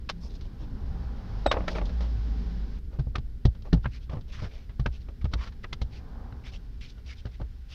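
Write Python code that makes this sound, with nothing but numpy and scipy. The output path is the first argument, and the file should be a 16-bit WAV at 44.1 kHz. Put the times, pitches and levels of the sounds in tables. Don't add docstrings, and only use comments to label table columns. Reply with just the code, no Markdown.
import sys
import numpy as np
from scipy import signal
from scipy.fft import rfft, irfft
from scipy.io import wavfile
from scipy.ndimage import uniform_filter1d

SR = 44100
rng = np.random.default_rng(int(sys.argv[2]) if len(sys.argv) > 2 else 0)


def pcm_store(signal):
    levels = np.round(np.clip(np.atleast_2d(signal), -1, 1) * 32767)
    wavfile.write(sys.argv[1], SR, levels.astype(np.int16).T)


N = 341334
MOVE_S = 2.79


def gain_of(db):
    return 10 ** (np.asarray(db) / 20)


def evened(x):
    return x / np.sqrt(np.mean(x ** 2) + 1e-20)


def crest(x):
    return x / np.sqrt(2 * uniform_filter1d(x ** 2, size=300).max())


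def wander(size, smooth):
    return evened(uniform_filter1d(rng.standard_normal(size), size=smooth))


def read(points, hz):
    point_hz, point_db = np.transpose(points)
    return np.interp(np.log(hz + 1), np.log(point_hz + 1), point_db)


def shaped(x, points):
    hz = np.fft.rfftfreq(len(x), 1 / SR)
    return irfft(rfft(x) * gain_of(read(points, hz)), len(x))


def add(mix, start_s, sound):
    part = mix[round(start_s * SR):][:len(sound)]
    part += sound[:len(part)]


def ring(modes, detune, size):
    t = np.arange(size) / SR
    out = np.zeros(size)
    for (hz, db, t60_s), factor in zip(modes, detune):
        out += gain_of(db - 60 * t / t60_s) * np.sin(2 * np.pi * hz * factor * t)
    return out


# frequency in Hz, relative density in dB per Hz.
KNOCK_SPECTRUM = [(500, -18), (900, 3), (1300, 5.5), (1800, 1.5), (2600, -2.5), (3800, -13.5),
                  (8000, -52.5)]
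TICK_SPECTRUM = [(1800, -26), (3000, 5.5), (4000, 6), (5500, -1), (6500, -10), (7800, -24), (11000, -29.5),
                 (16000, -45.5)]
RISE_S, TICK_LAG_S = 0.0055, 0.001
SNAP_DB = 18
JAW_PING_DB, VISE_PING_DB, PING_T60_S = -2, -7, 0.03


def steel(on_vise, knock_hz, burst, build):
    t = np.arange(len(burst)) / SR
    snap = gain_of(SNAP_DB) * (np.arange(len(t)) == round(RISE_S * SR))
    contacts = rng.standard_normal((2, len(t))) + snap
    ping = build * ring([(knock_hz, 0, PING_T60_S)], [1], len(t))
    ping_gain = gain_of(VISE_PING_DB if on_vise else JAW_PING_DB)
    knock = crest(shaped(contacts[0], KNOCK_SPECTRUM) * burst) + ping_gain * crest(ping)
    tick = shaped(contacts[1], TICK_SPECTRUM) * np.interp(t - TICK_LAG_S, t, burst)
    return knock, tick


# frequency in Hz, relative density in dB per Hz.
JAW_ON_WOOD = [(140, -24), (250, 3), (400, -1.5), (600, -4), (850, -9.5), (1300, -26.5), (4000, -68)]
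VISE_BODY = [(140, -40), (280, 1.5), (420, 2), (570, 8.5), (850, 1), (1300, -14.5), (4000, -66)]
# frequency in Hz before detuning, relative level in dB, t60 in s.
VISE_MODES = [(330.5, -4, 0.028), (434, -2, 0.023), (590, -0.5, 0.028), (720, -4, 0.018)]
VISE_MODES_DB = -1


def clonk_of(on_vise, burst, build):
    snap = gain_of(SNAP_DB) * (np.arange(len(burst)) == round(RISE_S * SR))
    contacts = rng.standard_normal(len(burst)) + snap
    clonk = crest(shaped(contacts, VISE_BODY if on_vise else JAW_ON_WOOD) * burst ** 0.65)
    if on_vise:
        detune = 1 + 0.023 * rng.standard_normal(len(VISE_MODES))
        modes = build * ring(VISE_MODES, detune, len(burst))
        clonk = clonk + gain_of(VISE_MODES_DB) * crest(modes)
    return clonk


# share of the thud pitch, relative level in dB, t60 in s.
BENCH_TOP = [(1.048, 4.5, 0.086), (1.613, -4, 0.063), (0.735, -4.5, 0.11)]
# frequency in Hz before detuning, relative level in dB, t60 in s.
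LOW_RUMBLE = [(58.5, -7, 0.26), (80, -8.5, 0.13)]
LOW_LAG_S = 0.003


def thud_and_rumble(thud_hz, size):
    slow = 1 - np.exp(-np.arange(size) / SR / (0.89 * RISE_S))
    top_modes = [(share * thud_hz, db, t60_s) for share, db, t60_s in BENCH_TOP]
    detune = 1 + 0.039 * rng.standard_normal(len(LOW_RUMBLE))
    thud = -slow * ring(top_modes, np.ones(len(BENCH_TOP)), size)
    rumble = -slow * ring(LOW_RUMBLE, detune, size)
    lag = round(LOW_LAG_S * SR)
    return [np.pad(part, (lag, 0))[:size] for part in (thud, rumble)]


# time in s (3 ms after onset), steel knock in dB, ping pitch in Hz, steel tick in dB,
# burst t60 in s, clonk in dB, bench thud in dB, thud pitch in Hz,
# low rumble around the blow in dB (for early and weak blows mostly traffic).
BLOWS = [(0.0912, -32.5, 2630, -34, 0.062, -53, -50, 137, -49),
         (0.0967, -29.5, 2730, -31.5, 0.038, -36.5, -61, 135, -48),
         (0.4092, -57, 2186, -52, 0.11, -64, -62, 102, -40.5),
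         (1.462, -25.5, 3900, -36, 0.039, -14, -34, 209, -27),
         (1.4725, -38, 2600, -52, 0.035, -34, -60, 200, -55),
         (1.514, -19.5, 1106, -27.5, 0.06, -21, -31, 105, -34),
         (1.5403, -38.5, 895, -61, 0.18, -27.5, -51, 102, -29),
         (1.569, -36, 1296, -66, 0.037, -23.5, -50, 102, -28.5),
         (1.6054, -41.5, 1170, -76, 0.072, -35, -34, 167, -45),
         (1.64, -50, 1190, -77, 0.032, -40, -60, 160, -58),
         (1.6794, -27, 1348, -36.5, 0.064, -28.5, -37, 159, -41),
         (1.753, -37, 2310, -51, 0.16, -38, -49, 102, -33),
         (1.783, -36, 1790, -54, 0.061, -31.5, -40, 174, -41),
         (1.8143, -40, 844, -64, 0.041, -32.5, -40, 167, -42),
         (1.854, -69, 1160, -46.5, 0.11, -51, -41, 102, -42),
         (1.8926, -48, 1390, -55, 0.071, -46, -50, 135, -48),
         (2.0062, -46, 1324, -48, 0.27, -39.5, -55, 101, -43),
         (2.988, -55, 1170, -60, 0.058, -37, -24.5, 129, -39),
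         (2.994, -46.5, 1555, -54, 0.079, -39, -23, 122, -22),
         (3.069, -74, 1150, -81, 0.031, -43.5, -28, 109, -25),
         (3.1554, -28, 1240, -37.5, 0.045, -35, -57, 101, -24.5),
         (3.181, -48, 1150, -50.5, 0.043, -36.5, -25, 110, -25.5),
         (3.4527, -37, 1860, -36, 0.052, -23, -10, 110.6, -12),
         (3.5495, -59, 1430, -62, 0.08, -57, -46.5, 151, -36),
         (3.621, -65, 1240, -56, 0.041, -60, -41, 109.5, -45),
         (3.729, -33.5, 1790, -34.5, 0.065, -24, -12, 156.6, -12),
         (3.772, -58, 1580, -66, .065, -45, -21.5, 96.5, -29),
         (3.843, -39.5, 1430, -65, 0.065, -51, -29, 98, -47),
         (3.857, -29, 1600, -60, 0.042, -34.5, -20.5, 110, -24),
         (4.0961, -45.5, 1190, -56, 0.028, -46, -37, 126, -28.5),
         (4.1329, -52, 1550, -72, 0.088, -46, -28, 135.5, -55),
         (4.1694, -52.5, 1760, -74, 0.093, -43, -26, 99, -51),
         (4.209, -62, 1415, -58, 0.057, -61, -39.5, 135, -55),
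         (4.422, -51, 1390, -52, 0.15, -39.5, -24.5, 111, -43),
         (4.4417, -47, 1500, -61, 0.073, -50, -24.5, 93, -52),
         (4.6936, -54, 1990, -63, 0.13, -54, -55, 101, -34),
         (4.796, -43.5, 1150, -48.5, 0.066, -37.5, -19, 116, -19.5),
         (4.86, -26.5, 1545, -40, 0.043, -30.5, -24.5, 114, -20.5),
         (5.086, -51.5, 1220, -64, 0.071, -45, -63, 164, -33),
         (5.2132, -52.5, 2290, -60, 0.092, -61, -46, 99, -31),
         (5.243, -49, 1110, -49, 0.034, -55, -21, 110, -15.5),
         (5.253, -43.5, 1270, -56, 0.04, -37.5, -50, 103, -26),
         (5.3357, -32, 1430, -33.5, 0.035, -34.5, -28, 117, -23.5),
         (5.354, -54, 1140, -64, 0.039, -42, -32.5, 100, -22.5),
         (5.473, -45.5, 1360, -49.5, 0.062, -68, -53, 104, -31),
         (5.522, -55, 1740, -61, 0.091, -58, -55, 105, -44),
         (5.643, -36, 1930, -63, 0.043, -44, -53, 120, -34),
         (5.7285, -34, 2084, -34.5, 0.043, -42, -34, 132.5, -57),
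         (5.8157, -43, 2140, -41, 0.05, -39.5, -29.5, 116, -21.5),
         (6.324, -51, 1510, -64, 0.03, -64, -34.5, 101, -51),
         (7.2541, -48.5, 1230, -52, 0.034, -43, -27, 102.5, -33.5),
         (7.266, -50.5, 1560, -58, 0.072, -48, -49, 101, -55),
         (7.399, -56, 1150, -64, 0.1, -39.5, -38.5, 157, -43),
         (7.414, -47, 1190, -58.5, 0.058, -45.5, -34, 105, -27.5)]


def blow(on_vise, knock_db, knock_hz, tick_db, t60_s, clonk_db, thud_db, thud_hz, rumble_db):
    size = 8192
    t = np.arange(size) / SR
    build = np.sin(np.pi / 2 * np.minimum(t / RISE_S, 1)) ** 2
    burst = build * gain_of(-60 * np.maximum(t - RISE_S, 0) / t60_s)
    knock, tick = steel(on_vise, knock_hz, burst, build)
    clonk = clonk_of(on_vise, burst, build)
    thud, rumble = thud_and_rumble(thud_hz, size)
    levels_db = (knock_db, tick_db, clonk_db, thud_db, rumble_db)
    parts = (knock, tick, clonk, thud, rumble)
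    fade = np.hanning(2 * size)[size:]
    return fade * sum(gain_of(db) * crest(part) for db, part in zip(levels_db, parts))


# frequency in Hz, level in dB, t60 in s.
WASHER_MODES = [(3730, -38.5, 0.9), (7860, -45.5, 0.1), (15000, -67, 0.047)]
# start in s, end in s.
AIRBORNE_S = (1.463, 1.513)
TURN_S = 0.019


def washer():
    size = round((AIRBORNE_S[1] - AIRBORNE_S[0]) * SR)
    turn = np.minimum(np.arange(size) / SR / TURN_S, 1) ** 2
    lowest = turn * ring(WASHER_MODES[:1], [1], size)
    others = ring(WASHER_MODES[1:], [1, 1], size)
    return (lowest + others) * signal.windows.tukey(size, .2)


# frequency in Hz, relative density in dB per Hz.
GRIT_SPECTRUM = [(700, -15.5), (1000, -0.5), (5500, 1.5), (6500, -6), (7500, -16.5), (12000, -21.5),
                 (16000, -36.5)]
GLIDE, WAVER = 0.046, 0.087
RIDGE_DB, RIDGE_OCTAVES, PATCHY_DB = -5, 0.069, 2


def grit_of(grains, colour_hz):
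    _, _, z = signal.stft(grains, SR, nperseg=512)
    hz = np.fft.rfftfreq(512, 1 / SR)[:, None]
    along = np.linspace(-.5, .5, z.shape[1])
    waver = WAVER * uniform_filter1d(rng.standard_normal(len(along)), size=3)
    tone_hz = colour_hz * (1 + GLIDE * along + waver)
    octaves = np.log2((hz + 1) / tone_hz)
    slopes_db = np.where(octaves > 0, -6.5 * octaves, 9.2 * octaves)
    ridge_db = RIDGE_DB - 6 * (octaves / RIDGE_OCTAVES) ** 2
    patches = uniform_filter1d(rng.standard_normal(z.shape), size=5, axis=0)
    patches = evened(uniform_filter1d(patches, size=3, axis=1))
    z = z * gain_of(read(GRIT_SPECTRUM, hz))
    z = z * (gain_of(slopes_db) + gain_of(ridge_db)) * gain_of(PATCHY_DB * patches)
    return signal.istft(z, SR, nperseg=512)[1][:len(grains)]


# frequency in Hz, relative density in dB per Hz.
DRAG_SPECTRUM = [(160, -32), (280, 5), (592, 9), (728, 2.5), (907, 1), (1200, -2), (1560, -55),
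                 (2640, -120)]
# start in s, pressure peak in s, end in s, grit rms in dB, colour in Hz, drag rms in dB
STROKES = [(0.201, 0.253, .29, -55.5, 5100, -55), (0.289, 0.302, .335, -60, 3900, -66),
           (0.325, 0.35, .375, -57.5, 4140, -60), (.44, .455, .475, -62, 3060, -59),
           (0.589, 0.617, .66, -60, 3290, -55), (1.524, 1.523, 1.62, -59, 1130, -35.5),
           (1.69, 1.716, 1.75, -48.5, 3500, -41), (1.735, 1.765, 1.8, -49.5, 3300, -40.5),
           (1.801, 1.828, 1.93, -69, 1500, -49.5), (2.904, 2.941, 2.985, -62.5, 1400, -53.5),
           (3.145, 3.147, 3.157, -63, 1600, -46), (3.644, 3.656, 3.7, -60, 1200, -48.5),
           (3.824, 3.838, 3.86, -62, 3500, -61), (3.87, 3.87, 3.92, -63, 1120, -64),
           (3.905, 3.95, 3.99, -53.5, 2320, -72), (3.999, 4.03, 4.07, -62.5, 3360, -75),
           (4.095, 4.127, 4.2, -56.5, 1164, -44.5), (4.273, 4.3, 4.325, -59, 2500, -62),
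           (4.316, 4.325, 4.385, -50.5, 2900, -61.5), (4.324, 4.34, 4.385, -52, 1230, -74),
           (4.355, 4.395, 4.44, -50, 1140, -60), (4.408, 4.445, 4.49, -49.5, 1500, -48.5),
           (4.479, 4.53, 4.66, -58.5, 2350, -59.5), (4.913, 4.944, 4.99, -57, 2840, -65),
           (4.998, 5.016, 5.035, -63.5, 3330, -71), (5.313, 5.328, 5.338, -56, 2980, -50),
           (5.36, 5.433, 5.46, -45.5, 1130, -54.5), (5.442, 5.464, 5.5, -52, 1370, -57),
           (5.627, 5.645, 5.65, -50.5, 1760, -56), (5.903, 5.958, 6.01, -56, 2510, -74),
           (6.432, 6.469, 6.515, -49.5, 2210, -62), (6.51, 6.547, 6.58, -51.5, 3050, -58.5),
           (6.806, 6.812, 6.84, -51.5, 3000, -80), (6.81, 6.845, 6.885, -50, 2310, -69),
           (6.87, 6.901, 6.93, -56, 3260, -91), (6.971, 6.985, 7.01, -62.5, 1490, -63),
           (7.049, 7.081, 7.1, -53, 2450, -61), (7.078, 7.11, 7.15, -48.5, 2260, -78),
           (7.15, 7.187, 7.22, -57, 3180, -72), (7.29, 7.34, 7.38, -62.5, 2240, -75),
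           (7.681, 7.73, 7.76, -51, 2700, -65)]
PRESS_POWER, EASE_POWER = 0.89, 0.67


def stroke(start_s, peak_s, end_s, grit_db, colour_hz, drag_db):
    t = np.arange(start_s, end_s, 1 / SR)
    ramp = np.interp(t, (start_s, peak_s, end_s), (0, 1, 0))
    pressure = ramp ** np.where(t < peak_s, PRESS_POWER, EASE_POWER)
    grain_db = 3.0 * np.minimum(rng.exponential(1, len(t)), 5)
    grains = rng.standard_normal((2, len(t))) * gain_of(grain_db)
    catch_db = 1.5 * wander(len(t), 200)
    grit = evened(grit_of(grains[0], colour_hz)) * gain_of(grit_db)
    drag = evened(shaped(grains[1], DRAG_SPECTRUM)) * gain_of(drag_db)
    return (grit + drag) * gain_of(catch_db) * pressure


def shed(x):
    t = np.arange(6000) / SR
    sparse = rng.standard_normal(len(t)) * (rng.random(len(t)) < .05)
    taps = sparse * gain_of(-60 * t / 0.077) * (t > .004)
    return signal.oaconvolve(x, taps / np.linalg.norm(taps))[:N]


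# start in s, end in s, start Hz, end Hz, start rms in dB, end rms in dB.
ENGINE_TONES = [(1.27, 1.66, 45.6, 49.8, -32, -34.5), (1.707, 1.91, 57, 39, -32.5, -22.5),
                (1.9, 2.79, 59, 49, -25, -34), (1.62, 1.9, 184, 180, -43.5, -41),
                (0.087, 0.295, 170, 180, -47.5, -47.5), (0.59, 0.693, 340, 240, -44.5, -53),
                (.85, 1.055, 180, 170, -45, -49.5), (6.42, 6.85, 42, 54.8, -44.5, -41),
                (1.7, 2.08, 162, 185, -48, -43.5), (1.25, 1.7, 110, 82, -44, -44),
                (2.14, 2.23, 110, 98, -30.5, -32.5), (2.2, 2.64, 160, 180, -49.5, -43)]
SWELL_S = 0.058


def engine():
    out = np.zeros(N)
    for start_s, end_s, from_hz, to_hz, from_db, to_db in ENGINE_TONES:
        t = np.arange(0, end_s - start_s, 1 / SR)
        u = t / (end_s - start_s)
        hz = (from_hz + (to_hz - from_hz) * u) * (1 + 0.021 * wander(len(t), 2000))
        tone = np.sqrt(2) * np.sin(2 * np.pi * np.cumsum(hz) / SR)
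        swell = np.minimum(np.minimum(t, t[::-1]) / SWELL_S, 1)
        add(out, start_s, swell * gain_of(from_db + (to_db - from_db) * u) * tone)
    return out


# frequency in Hz, relative density in dB per Hz.
RUMBLE_SPECTRUM = [(8.8, -52), (15, 4), (21, -1.5), (35, 1), (49, -2), (65, 2.5), (86, -14), (110, -12),
                   (140, -20), (240, -120)]
MOTOR_SPECTRUM = [(47, -19.5), (80, -11.5), (105, -2.5), (140, -8), (173, -7.5), (236, -8), (349, -21.5),
                  (398, -17.5), (560, -30.5), (730, -41), (1230, -120)]
TYRE_SPECTRUM = [(280, -26), (430, -0.5), (600, -4.5), (720, -3.5), (790, 2.5), (900, -5.5), (1010, -3.5),
                 (1180, -7.5), (1380, -8), (1600, -11.5), (2000, -19), (2600, -41), (4400, -120)]
HISS_SPECTRUM = [(760, -28.5), (1300, -5), (1480, 1), (1660, -1.5), (2670, -6.5), (3090, -5), (5270, -6.5),
                 (7120, -23.5), (9000, -46), (11700, -77), (19800, -120)]
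# rumble, motor noise, tyre roar, distant hiss, all in dB; # the second row
# holds from MOVE_S.
STEADY_DB = [(-37.5, -49.5, -78, -68.5), (-36.5, -51, -74, -71.5)]
# rumble, motor noise, tyre roar, distant hiss, all in dB per s.
DRIFT_DB_PER_S = (-0.91, -2.3, 0.13, 0.54)
# nearest time in s, passing time in s, then at nearest
# rumble, motor noise, tyre roar, distant hiss, all in dB.
PASSES = [(0.95, 0.36, -33.5, -45, -57.5, -67.5), (1.55, 0.42, -41, -45.5, -52.5, -60.5),
          (2.25, 0.65, -53, -43.5, -58.5, -59.5), (6.1, 1, -52.5, -50, -84.5, -75.5),
          (6.2, 0.2, -55, -55, -55, -79)]


def street():
    t, out = np.arange(N) / SR, np.zeros(N)
    moved = t > MOVE_S
    for k, points in enumerate((RUMBLE_SPECTRUM, MOTOR_SPECTRUM, TYRE_SPECTRUM, HISS_SPECTRUM)):
        second_db = STEADY_DB[1][k] + DRIFT_DB_PER_S[k] * (t - MOVE_S)
        power = gain_of(np.where(moved, second_db, STEADY_DB[0][k])) ** 2
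        for near_s, span_s, *level_db in PASSES:
            swell = gain_of(level_db[k]) / (1 + ((t - near_s) / span_s) ** 2)
            power = power + (moved == (near_s > MOVE_S)) * swell ** 2
        layer = evened(shaped(rng.standard_normal(N), points))
        out += layer * np.sqrt(power) * gain_of(.5 * wander(N, 3000))
    return out


def scene():
    hits, rubs = np.zeros(N), np.zeros(N)
    for time_s, *how in BLOWS:
        add(hits, time_s - .003, blow(time_s < MOVE_S, *how))
    add(hits, AIRBORNE_S[0], washer())
    for row in STROKES:
        add(rubs, row[0], stroke(*row))
    tail = gain_of(-35) * shed(hits)
    return (hits + rubs + tail + engine() + street())[None]


# frequency in Hz, relative density in dB per Hz.
SELF_NOISE_SPECTRUM = [(4120, -10.5), (7000, -6.5), (8530, -8), (9170, -9), (13500, -5.5), (15800, -11)]
SELF_NOISE_DB, EDGE_HZ = -79.5, 15720


def record(dry):
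    hiss = gain_of(SELF_NOISE_DB) * evened(shaped(rng.standard_normal(N), SELF_NOISE_SPECTRUM))
    low_pass = signal.firwin(1023, EDGE_HZ, window=("kaiser", 9), fs=SR)
    return signal.oaconvolve(dry + hiss, low_pass[None], "same")


dry = scene()
out = record(dry)
pcm_store(out)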